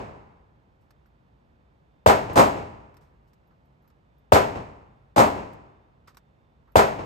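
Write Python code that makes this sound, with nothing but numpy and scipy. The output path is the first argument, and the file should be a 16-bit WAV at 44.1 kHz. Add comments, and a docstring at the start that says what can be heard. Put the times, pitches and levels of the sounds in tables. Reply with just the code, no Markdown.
"""Indoar range: two guns fire in other lanes while someone at the microphone loads a magazine.
Near gun: a volley of shock fronts, then filtered noise as ceiling slap, close reflections and hall.
Far gun: a dull front, then a roar that swells as its reflections come round the partitions.
Each report rolls down the hall and surges back from the backstop. Cartridges are short resonant
noise touches; the ventilation is coloured noise with wavering fan tones."""
import sys
import numpy as np
from scipy import signal
from scipy.fft import rfft, irfft
from scipy.io import wavfile
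from scipy.ndimage import uniform_filter1d

SR = 44100
rng = np.random.default_rng(int(sys.argv[2]) if len(sys.argv) > 2 else 0)


def generate_wav(sig):
    """Save sig (samples, or channels by samples) to the path in sys.argv[1] as 16-bit PCM at SR."""
    pcm = np.round(np.clip(np.atleast_2d(sig).T, -1, 1) * 32767).astype(np.int16)
    wavfile.write(sys.argv[1], SR, pcm)


N = 310905
RING = 2 ** 16  # samples computed per report or touch
AGE_S = np.arange(RING) / SR
HZ = np.fft.rfftfreq(RING, 1 / SR)

# Shots of each gun; a negative time is already dying away at the start: (time [s], level [dB])
NEAR_SHOTS = [(-.285, 1.5), (2.0608, -0.53), (4.3204, -0.5), (6.7556, -0.8)]
FAR_SHOTS = [(2.3555, -0.38), (5.1605, -1.63)]
# Relative spectra of first wave and close reflections: (frequency [Hz], density [dB per Hz])
NEAR_FRONT_SPECTRUM = [(50, -18), (150, -15.5), (300, -3), (520, 1), (950, 2.5), (1600, -17), (3000, -38.5),
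                       (7000, -43), (12000, -38.5), (15500, -42)]
NEAR_ROAR_SPECTRUM = [(25, -16.5), (50, -12.5), (100, -11.5), (185, -15), (360, -6), (700, 1.5), (1020, -3),
                      (1600, -7.5), (2700, -18.5), (3400, -23.5), (5200, -29), (7500, -33.5), (12000, -38),
                      (15500, -43)]
FAR_FRONT_SPECTRUM = [(50, -14.5), (300, -3.5), (600, 2), (850, 1), (1500, -11), (2600, -22), (4500, -27.5),
                      (7500, -31), (12000, -36), (15500, -41)]
FAR_ROAR_SPECTRUM = [(25, -27.5), (50, -13.5), (110, -6), (175, -5), (255, 0), (360, -8.5), (560, 0),
                     (930, 2.5), (1500, -8), (2650, -17), (3400, -24), (5200, -29), (7500, -30),
                     (12000, -36.5), (15500, -41)]
# Relative spectra of ceiling slap and long hall: (frequency [Hz], density [dB per Hz])
SLAP_SPECTRUM = [(300, -18), (1500, .5), (3500, 1), (5000, -4), (7500, -4.5), (15000, -16.5)]
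HALL_SPECTRUM = [(25, -17.5), (50, -6), (120, -0.5), (250, -3.5), (350, -1.5), (600, 0.5), (980, -4),
                 (1450, -14.5), (2700, -19), (3300, -27), (5200, -29.5), (7500, -35), (12000, -46.5),
                 (15500, -58)]
# Decay of close reflections and of the hall: (frequency [Hz], t60 [s])
ROAR_T60 = [(80, 0.1), (250, 0.28), (700, 0.305), (2000, 0.28), (5000, 0.31), (13000, 0.3)]
HALL_T60 = [(60, 1.55), (130, 1), (300, 1.003), (620, 0.87), (930, 1.078), (1400, 1.11), (2600, 0.97),
            (3600, 0.9), (6000, 0.82), (13000, 0.79)]
# Standing waves of the booth: (frequency [Hz], width [Hz], lift [dB])
BOOTH_MODES = [(90, 20, 3), (213, 18, 7), (287, 18, 7), (404, 18, 7), (545, 22, 4), (622, 24, 6),
               (693, 18, 5), (814, 22, 6), (933, 18, 5), (996, 22, 7), (1085, 20, 3), (1189, 22, 4),
               (1293, 36, 4), (1359, 18, 4), (2221, 22, 5), (2561, 26, 5)]
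# Strong single reflections off ceiling and walls: (time after shot [s], level [dB])
NEAR_ECHOES = [(.0145, 8.5), (.0158, 7.5), (.0312, 9), (.036, 9), (.046, 6), (.069, 3)]
FAR_ECHOES = [(.022, 14.5), (.0305, 8), (.0405, 12), (.046, 11), (.063, 7.6)]
# Muzzle gas thump: (level [dB], frequency [Hz], peak [s], width [s])
NEAR_THUMP = (-12, 95.6, .019, .008)
FAR_THUMP = (-23.5, 117, .029, .012)
# Bright slap off the ceiling: (level [dB], rise [s], holds until [s], fade [s])
NEAR_SLAP = (-25.3, .016, .018, .02)
FAR_SLAP = (-32, .03, .04, .02)
# Hall, then its surge from the backstop:
# (level [dB], rise [s], surge delay [s], surge level [dB], surge rise [s], surge fade [s])
NEAR_HALL = (-21.8, .011, .23, 3.5, .011, .06)
FAR_HALL = (-20.5, .094, .1964, -1.5, .027, .055)
# Cartridge snaps past the feed lips: (time [s], level [dB], brightness [dB per octave])
SNAPS = [(0.9056, -59, 0.5), (1.0575, -65.5, -3), (2.3322, -48, 8), (2.941, -60, -2), (2.9674, -56.5, 1),
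         (3.332, -64, 2), (3.901, -67, 1), (5.5315, -59, 3), (6.145, -58.5, -1), (6.1694, -47, .5)]
# Cartridges pushed along the one below, plus dull rustles of the hand at 3.5 and 3.835 s: (time [s], level
# [dB], brightness [dB per octave], t60 [s])
SLIDES = [(.8, -82, 4, .25), (2.999, -68, .5, 0.32), (3.27, -76, 3, .15), (3.5, -66, -8, .2),
          (3.835, -68, -7, .2), (6.071, -49.5, -1, 0.12), (6.669, -62, -8, 0.16)]
# Loose cases touch in the hand: (time [s], ring level [dB])
CLINKS = [(1.0575, -79), (3.471, -80), (3.653, -81), (3.822, -81), (3.876, -69), (4.1805, -78),
          (6.718, -72)]
# Relative spectrum of the magazine rattle: (frequency [Hz], density [dB per Hz])
MAGAZINE_SPECTRUM = [(600, -9), (1200, 6), (1900, -2.5), (3200, -12), (4800, -8.5), (6800, -15),
                     (8500, -14), (10300, -14.5), (12200, -17.5), (15500, -23)]
# Resonances of the magazine body: (frequency [Hz], width [Hz], lift [dB])
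MAGAZINE_MODES = [(1290, 80, 3), (2660, 120, 3), (3670, 120, 4), (4700, 150, 2), (5600, 300, 5)]
# Relative spectrum of moving air: (frequency [Hz], density [dB per Hz])
AIR_SPECTRUM = [(20, -26), (35, -12.5), (55, 4.5), (90, -3.5), (150, -3.5), (230, -9.5), (330, -12.5),
                (900, -15), (1500, -24), (2800, -32), (4500, -39.5), (7000, -48.5), (11000, -53),
                (15500, -57.5)]
# Fan tones: (frequency [Hz], level before the common trim [dB])
FAN_TONES = [(59.2, -69), (134.6, -70), (231.5, -75), (3580, -88.5)]
# Path from each source to the two microphone ports:
# (frequency [Hz], likeness [0-1], phase lead of left [rad], left minus right [dB])
FROM_LANES = [(60, .8, .05, 1.3), (220, .8, .15, -.6), (400, .65, .6, 3.0), (750, .45, 2.0, 2.8),
              (1200, .4, 2.9, -1.8), (1900, .45, 4.0, -1.7), (2700, .35, 6.7, -1.5), (4800, .25, 6.3, -.8)]
FROM_HALL = [(60, .93, -0.5, -1.3), (229.7, .8, 0.0, -0.84), (464, 0.48, 1, 2.5), (836, 0.057, 3, 4),
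             (1229.5, 0.61, 4, -2.5), (2350, 0.2, 4.5, -3), (4846, 0.19, 7, -2.5)]
FROM_HANDS = [(94, 0.54, 0.0, -9), (1100, 0.3, -0.74, -4), (2545, 0.69, -.4, -2.5), (4800, 0.43, 0.68, 1.5)]
FROM_VENTS = [(60, .85, 0.0, -.5), (230, .75, -.1, -.8), (420, .45, -1.2, 1.0), (900, .45, -2.4, -2.0),
              (1900, .55, -3.1, -7.0), (3300, .4, -6.0, -4.5), (4800, .25, -6.3, -2.0)]
# Shared path from any direction at the top, where the ports are much alike:
# (frequency [Hz], likeness [0-1], phase lead of left [rad], left minus right [dB])
TOP_OCTAVE = [(6300, .7, .3, 0), (7500, .8, 0, 0), (8900, .85, -1.4, 0), (9750, 1, -np.pi, 0),
              (10750, 1, -np.pi, 0), (11700, .95, -6.1, 0), (13600, .98, -6.3, 0), (15400, .9, -9.2, 0)]

LANE_CHANGE = .5  # new reflections per shot, relative to the lane's fixed pattern
BOUNCE_FIRST_S, BOUNCE_FIRST_GAP_S = .0007, .0023
BOUNCE_CROWDING = .8  # each gap relative to the one before
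BOUNCE_DB, BOUNCE_ARCH_DB = 12, 3.6
NEAR_WALL_DB, NEAR_WALL_RISE_S = -15.5, .0014
FAR_WALL_DB, FAR_WALL_START_S, FAR_WALL_RISE_S = -5.5, .016, .028
FAR_FRONT_DB, FAR_FRONT_RISE_S, FAR_FRONT_HOLD_S, FAR_FRONT_FADE_S = -18, .0031, .02, .0027
FAR_ROAR_DB, FAR_ROAR_START_S, FAR_ROAR_RISE_S = .3, .008, .04
PORT_LAG_S, THUMP_LAG_S = .00034, .001  # right port after left: wave fronts, slow push
PORT_LEAN_DB = 1.8  # left minus right, wave fronts
SNAP_RISE_S, SNAP_T60_S = .0018, .052
SNAP_RING_DB, SLIDE_RING_DB = -18.5, -30  # brass ring relative to body
SLIDE_RISE = .07  # pressure build-up relative to t60
CLINK_RISE_S, CLINK_T60_S = .002, .079
CLINK_TICK_DB = 0  # body tick relative to ring
BRASS_HZ, BRASS_WIDTH_HZ = 11900, 260
AIR_DB, FAN_TRIM_DB = -61, -3
RUMBLE_CUT_HZ, EDGE_HZ = 30, 15700


def gun(shots, report):
    """A gun stays in its lane, so its shots share a reflection pattern that changes only in part."""
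    out = np.zeros((2, N))
    lane = scatter()
    fade = 1 - swell(1.2, .25)
    for time_s, db in shots:
        spray = (lane + LANE_CHANGE * scatter()) / np.hypot(1, LANE_CHANGE)
        add(out, time_s, amp(db) * fade * report(spray))
    return out


def near_report(spray):
    """Shock fronts, bright ceiling slap, roar of close reflections, hall and gas thump."""
    close = ports(spray, FROM_LANES)
    near_wall = amp(NEAR_WALL_DB) * swell(0, NEAR_WALL_RISE_S)
    far_wall = amp(FAR_WALL_DB) * swell(FAR_WALL_START_S, FAR_WALL_RISE_S)
    wash = absorb(close, ROAR_T60) * (near_wall + far_wall)
    roar_db = read(NEAR_ROAR_SPECTRUM, HZ) + lift_db(BOOTH_MODES)
    roar = colour(wash + arrivals(NEAR_ECHOES), roar_db)
    return flutter() + slap(close, *NEAR_SLAP) + roar + hall(spray, *NEAR_HALL) + thump(*NEAR_THUMP)


def far_report(spray):
    """A weak, dull front bends round the partitions; the main roar follows off ceiling and walls."""
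    close = ports(spray, FROM_LANES)
    pulse = close * burst(FAR_FRONT_RISE_S, FAR_FRONT_HOLD_S, FAR_FRONT_FADE_S)
    front = amp(FAR_FRONT_DB) * colour(pulse, read(FAR_FRONT_SPECTRUM, HZ))
    build_up = amp(FAR_ROAR_DB) * swell(FAR_ROAR_START_S, FAR_ROAR_RISE_S)
    wash = absorb(close, ROAR_T60) * build_up
    roar_db = read(FAR_ROAR_SPECTRUM, HZ) + lift_db(BOOTH_MODES)
    roar = colour(wash + arrivals(FAR_ECHOES), roar_db)
    return front + slap(close, *FAR_SLAP) + roar + hall(spray, *FAR_HALL) + thump(*FAR_THUMP)


def flutter(count=4):
    """The shock front bounces between booth partitions at shrinking gaps, levels in one arch."""
    k = np.arange(count)
    gaps_s = BOUNCE_FIRST_GAP_S * BOUNCE_CROWDING ** k
    times_s = BOUNCE_FIRST_S + np.cumsum(gaps_s) - gaps_s
    levels_db = BOUNCE_DB + BOUNCE_ARCH_DB * np.sin(np.pi * (k + .5) / count)
    return colour(arrivals(zip(times_s, levels_db)), read(NEAR_FRONT_SPECTRUM, HZ))


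def thump(db, hz, peak_s, width_s):
    """Expanding muzzle gas pushes a few slow cycles through the booth: a cosine in a Gaussian."""
    t = AGE_S - peak_s + THUMP_LAG_S * np.array([[.5], [-.5]])
    return amp(db) * np.cos(2 * np.pi * hz * t) * np.exp(-(t / width_s) ** 2) * swell(0, .006)


def slap(close, db, rise_s, hold_s, fade_s):
    """The hard ceiling throws the treble of the blast down into the booth."""
    return amp(db) * colour(close * burst(rise_s, hold_s, fade_s), read(SLAP_SPECTRUM, HZ))


def hall(spray, db, rise_s, surge_s, surge_db, surge_rise_s, surge_fade_s):
    """Long reverberation, surging again when the blast returns from the backstop."""
    surge_fade = np.exp(-np.maximum(AGE_S - surge_s, 0) / surge_fade_s)
    surge = amp(surge_db) * swell(surge_s, surge_rise_s) * surge_fade
    tail = absorb(ports(spray, FROM_HALL), HALL_T60) * swell(0, rise_s) * (1 + surge)
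    return amp(db) * colour(tail, read(HALL_SPECTRUM, HZ) + .5 * lift_db(BOOTH_MODES))


def magazine():
    """Cartridges clink in the hand, slide into the magazine and snap past the feed lips."""
    out = np.zeros((2, N))
    for time_s, db, bright_db in SNAPS:
        add(out, time_s, touch(db, db + SNAP_RING_DB, bright_db, SNAP_RISE_S, SNAP_T60_S))
    for time_s, db, bright_db, t60_s in SLIDES:
        add(out, time_s, touch(db, db + SLIDE_RING_DB, bright_db, SLIDE_RISE * t60_s, t60_s))
    for time_s, db in CLINKS:
        add(out, time_s, touch(db + CLINK_TICK_DB, db, 0, CLINK_RISE_S, CLINK_T60_S))
    return out


def touch(body_db, ring_db, bright_db, rise_s, t60_s):
    """One cartridge contact: noise pressure rattles the magazine body and rings the brass."""
    brass_db = -20 * np.log10(1 + ((HZ - BRASS_HZ) / BRASS_WIDTH_HZ) ** 2)
    octaves = np.log2(np.maximum(HZ, MAGAZINE_SPECTRUM[0][0]) / BRASS_HZ)
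    pressure = swell(0, rise_s) * amp(-60 * np.maximum(AGE_S - rise_s, 0) / t60_s)
    contact = ports(rng.standard_normal((2, RING)), FROM_HANDS) * pressure
    body_curve_db = read(MAGAZINE_SPECTRUM, HZ) + lift_db(MAGAZINE_MODES) + bright_db * octaves
    return amp(body_db) * colour(contact, body_curve_db) + amp(ring_db) * colour(contact, brass_db)


def ventilation(waver=.97, flicker=.7):
    """Rumble of moving air, plus fan tones with random-walk phase and slowly varying strength."""
    hz, t = np.fft.rfftfreq(N, 1 / SR), np.arange(N) / SR
    air = unit(irfft(rfft(rng.standard_normal((2, N))) * amp(read(AIR_SPECTRUM, hz)), N))
    drift = np.cumsum(rng.standard_normal((len(FAN_TONES), N)), axis=1) / np.sqrt(SR)
    slow_noise = irfft(rfft(rng.standard_normal((len(FAN_TONES), N))) * np.exp(-(hz / 3) ** 2), N)
    strength = 1 + flicker * unit(slow_noise)
    tones = np.zeros(N)
    for (tone_hz, db), walk, gain in zip(FAN_TONES, drift, strength):
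        tones += amp(db) * gain * np.sin(2 * np.pi * (tone_hz * t + waver * walk))
    return amp(AIR_DB) * ports(air, FROM_VENTS) + amp(FAN_TRIM_DB) * tones


def scatter(clump_db=.5):
    """Two sprays of dense reflections, evened out over time and band, arriving in clumps."""
    x = rng.standard_normal((2, RING))
    for size in (2 ** 10, 2 ** 12):
        z = signal.stft(x, nperseg=size)[2]
        x = signal.istft(z / np.sqrt(abs(z) + 1e-12), nperseg=size)[1]
    clumps = unit(uniform_filter1d(rng.standard_normal(RING), size=220))
    return unit(x * amp(clump_db * clumps))


def arrivals(rows):
    """Single wave fronts, each a moment later and a little quieter at the right port."""
    pair = 0
    for time_s, db in rows:
        port_times_s = np.array([[time_s], [time_s + PORT_LAG_S]])
        pair = pair + amp(db) * np.exp(-2j * np.pi * HZ * port_times_s)
    return irfft(pair) * amp([[PORT_LEAN_DB / 2], [-PORT_LEAN_DB / 2]])


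def absorb(x, t60s):
    """Every band dies at its own speed."""
    hz, t, z = signal.stft(x, SR, nperseg=2 ** 8)
    return signal.istft(z * amp(-60 * t / read(t60s, hz)[:, None]), SR, nperseg=2 ** 8)[1]


def ports(pair, direction):
    """Two unrelated signals become what the two ports hear: partly alike, shifted in phase."""
    a, b = rfft(pair)
    hz = np.fft.rfftfreq(pair.shape[1], 1 / SR)
    below_top = hz < TOP_OCTAVE[0][0]
    same, lead_rad, lean_db = (np.where(below_top, read(direction, hz, k), read(TOP_OCTAVE, hz, k))
                               for k in range(1, 4))
    same = np.clip(same, 0, 1)
    right = (same * a + np.sqrt(1 - same ** 2) * b) * np.exp(-1j * lead_rad)
    return irfft(np.array([a * amp(lean_db / 2), right * amp(-lean_db / 2)]), pair.shape[1])


def colour(x, db):
    """Causal minimum-phase filter of unit power with the given gain curve."""
    log_gain = np.log(np.maximum(unit(amp(db)), 1e-4))
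    circle = np.r_[log_gain, log_gain[-2:0:-1]]
    return irfft(rfft(x) * np.exp(np.conj(signal.hilbert(circle)))[:len(HZ)])


def lift_db(resonances):
    """Resonances lift narrow bands of a spectrum."""
    return sum(db / (1 + (2 * (HZ - hz) / width_hz) ** 2) for hz, width_hz, db in resonances)


def burst(rise_s, hold_s, fade_s):
    """Envelope that rises, holds until a given age and fades exponentially."""
    return swell(0, rise_s) * np.exp(-np.maximum(AGE_S - hold_s, 0) / fade_s)


def swell(start_s, rise_s):
    """Smooth step from 0 to 1."""
    return np.sin(np.pi / 2 * np.clip((AGE_S - start_s) / rise_s, 0, 1)) ** 2


def read(table, hz, axis=1):
    """One table column, interpolated along log frequency."""
    columns = np.transpose(table)
    return np.interp(np.log(hz + 1), np.log(columns[0] + 1), columns[axis])


def amp(db):
    """Decibels to gain."""
    return 10 ** (np.asarray(db) / 20)


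def unit(x):
    """Scales to rms 1."""
    return x / np.sqrt(np.mean(abs(x) ** 2) + 1e-20)


def add(mix, time_s, sound):
    """Mixes a sound in at a time that may lie before the start."""
    at = round(time_s * SR)
    part, sound = mix[:, max(at, 0):], sound[:, max(-at, 0):]
    part[:, :sound.shape[1]] += sound[:, :part.shape[1]]


def scene():
    """Both guns, the magazine and the air."""
    guns = gun(NEAR_SHOTS, near_report) + gun(FAR_SHOTS, far_report)
    return guns + magazine() + ventilation()


def record(dry, ceiling=.97):
    """The microphone sheds deep rumble, rounds off the loudest peaks and limits the band."""
    high_pass = signal.butter(2, RUMBLE_CUT_HZ, "highpass", fs=SR, output="sos")
    lean = signal.sosfilt(high_pass, dry)
    rounded = lean / (1 + (lean / ceiling) ** 6) ** (1 / 6)
    low_pass = signal.firwin(511, EDGE_HZ, window=("kaiser", 9), fs=SR)
    return signal.oaconvolve(rounded, low_pass[None], "same")


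dry = scene()
out = record(dry)
generate_wav(out)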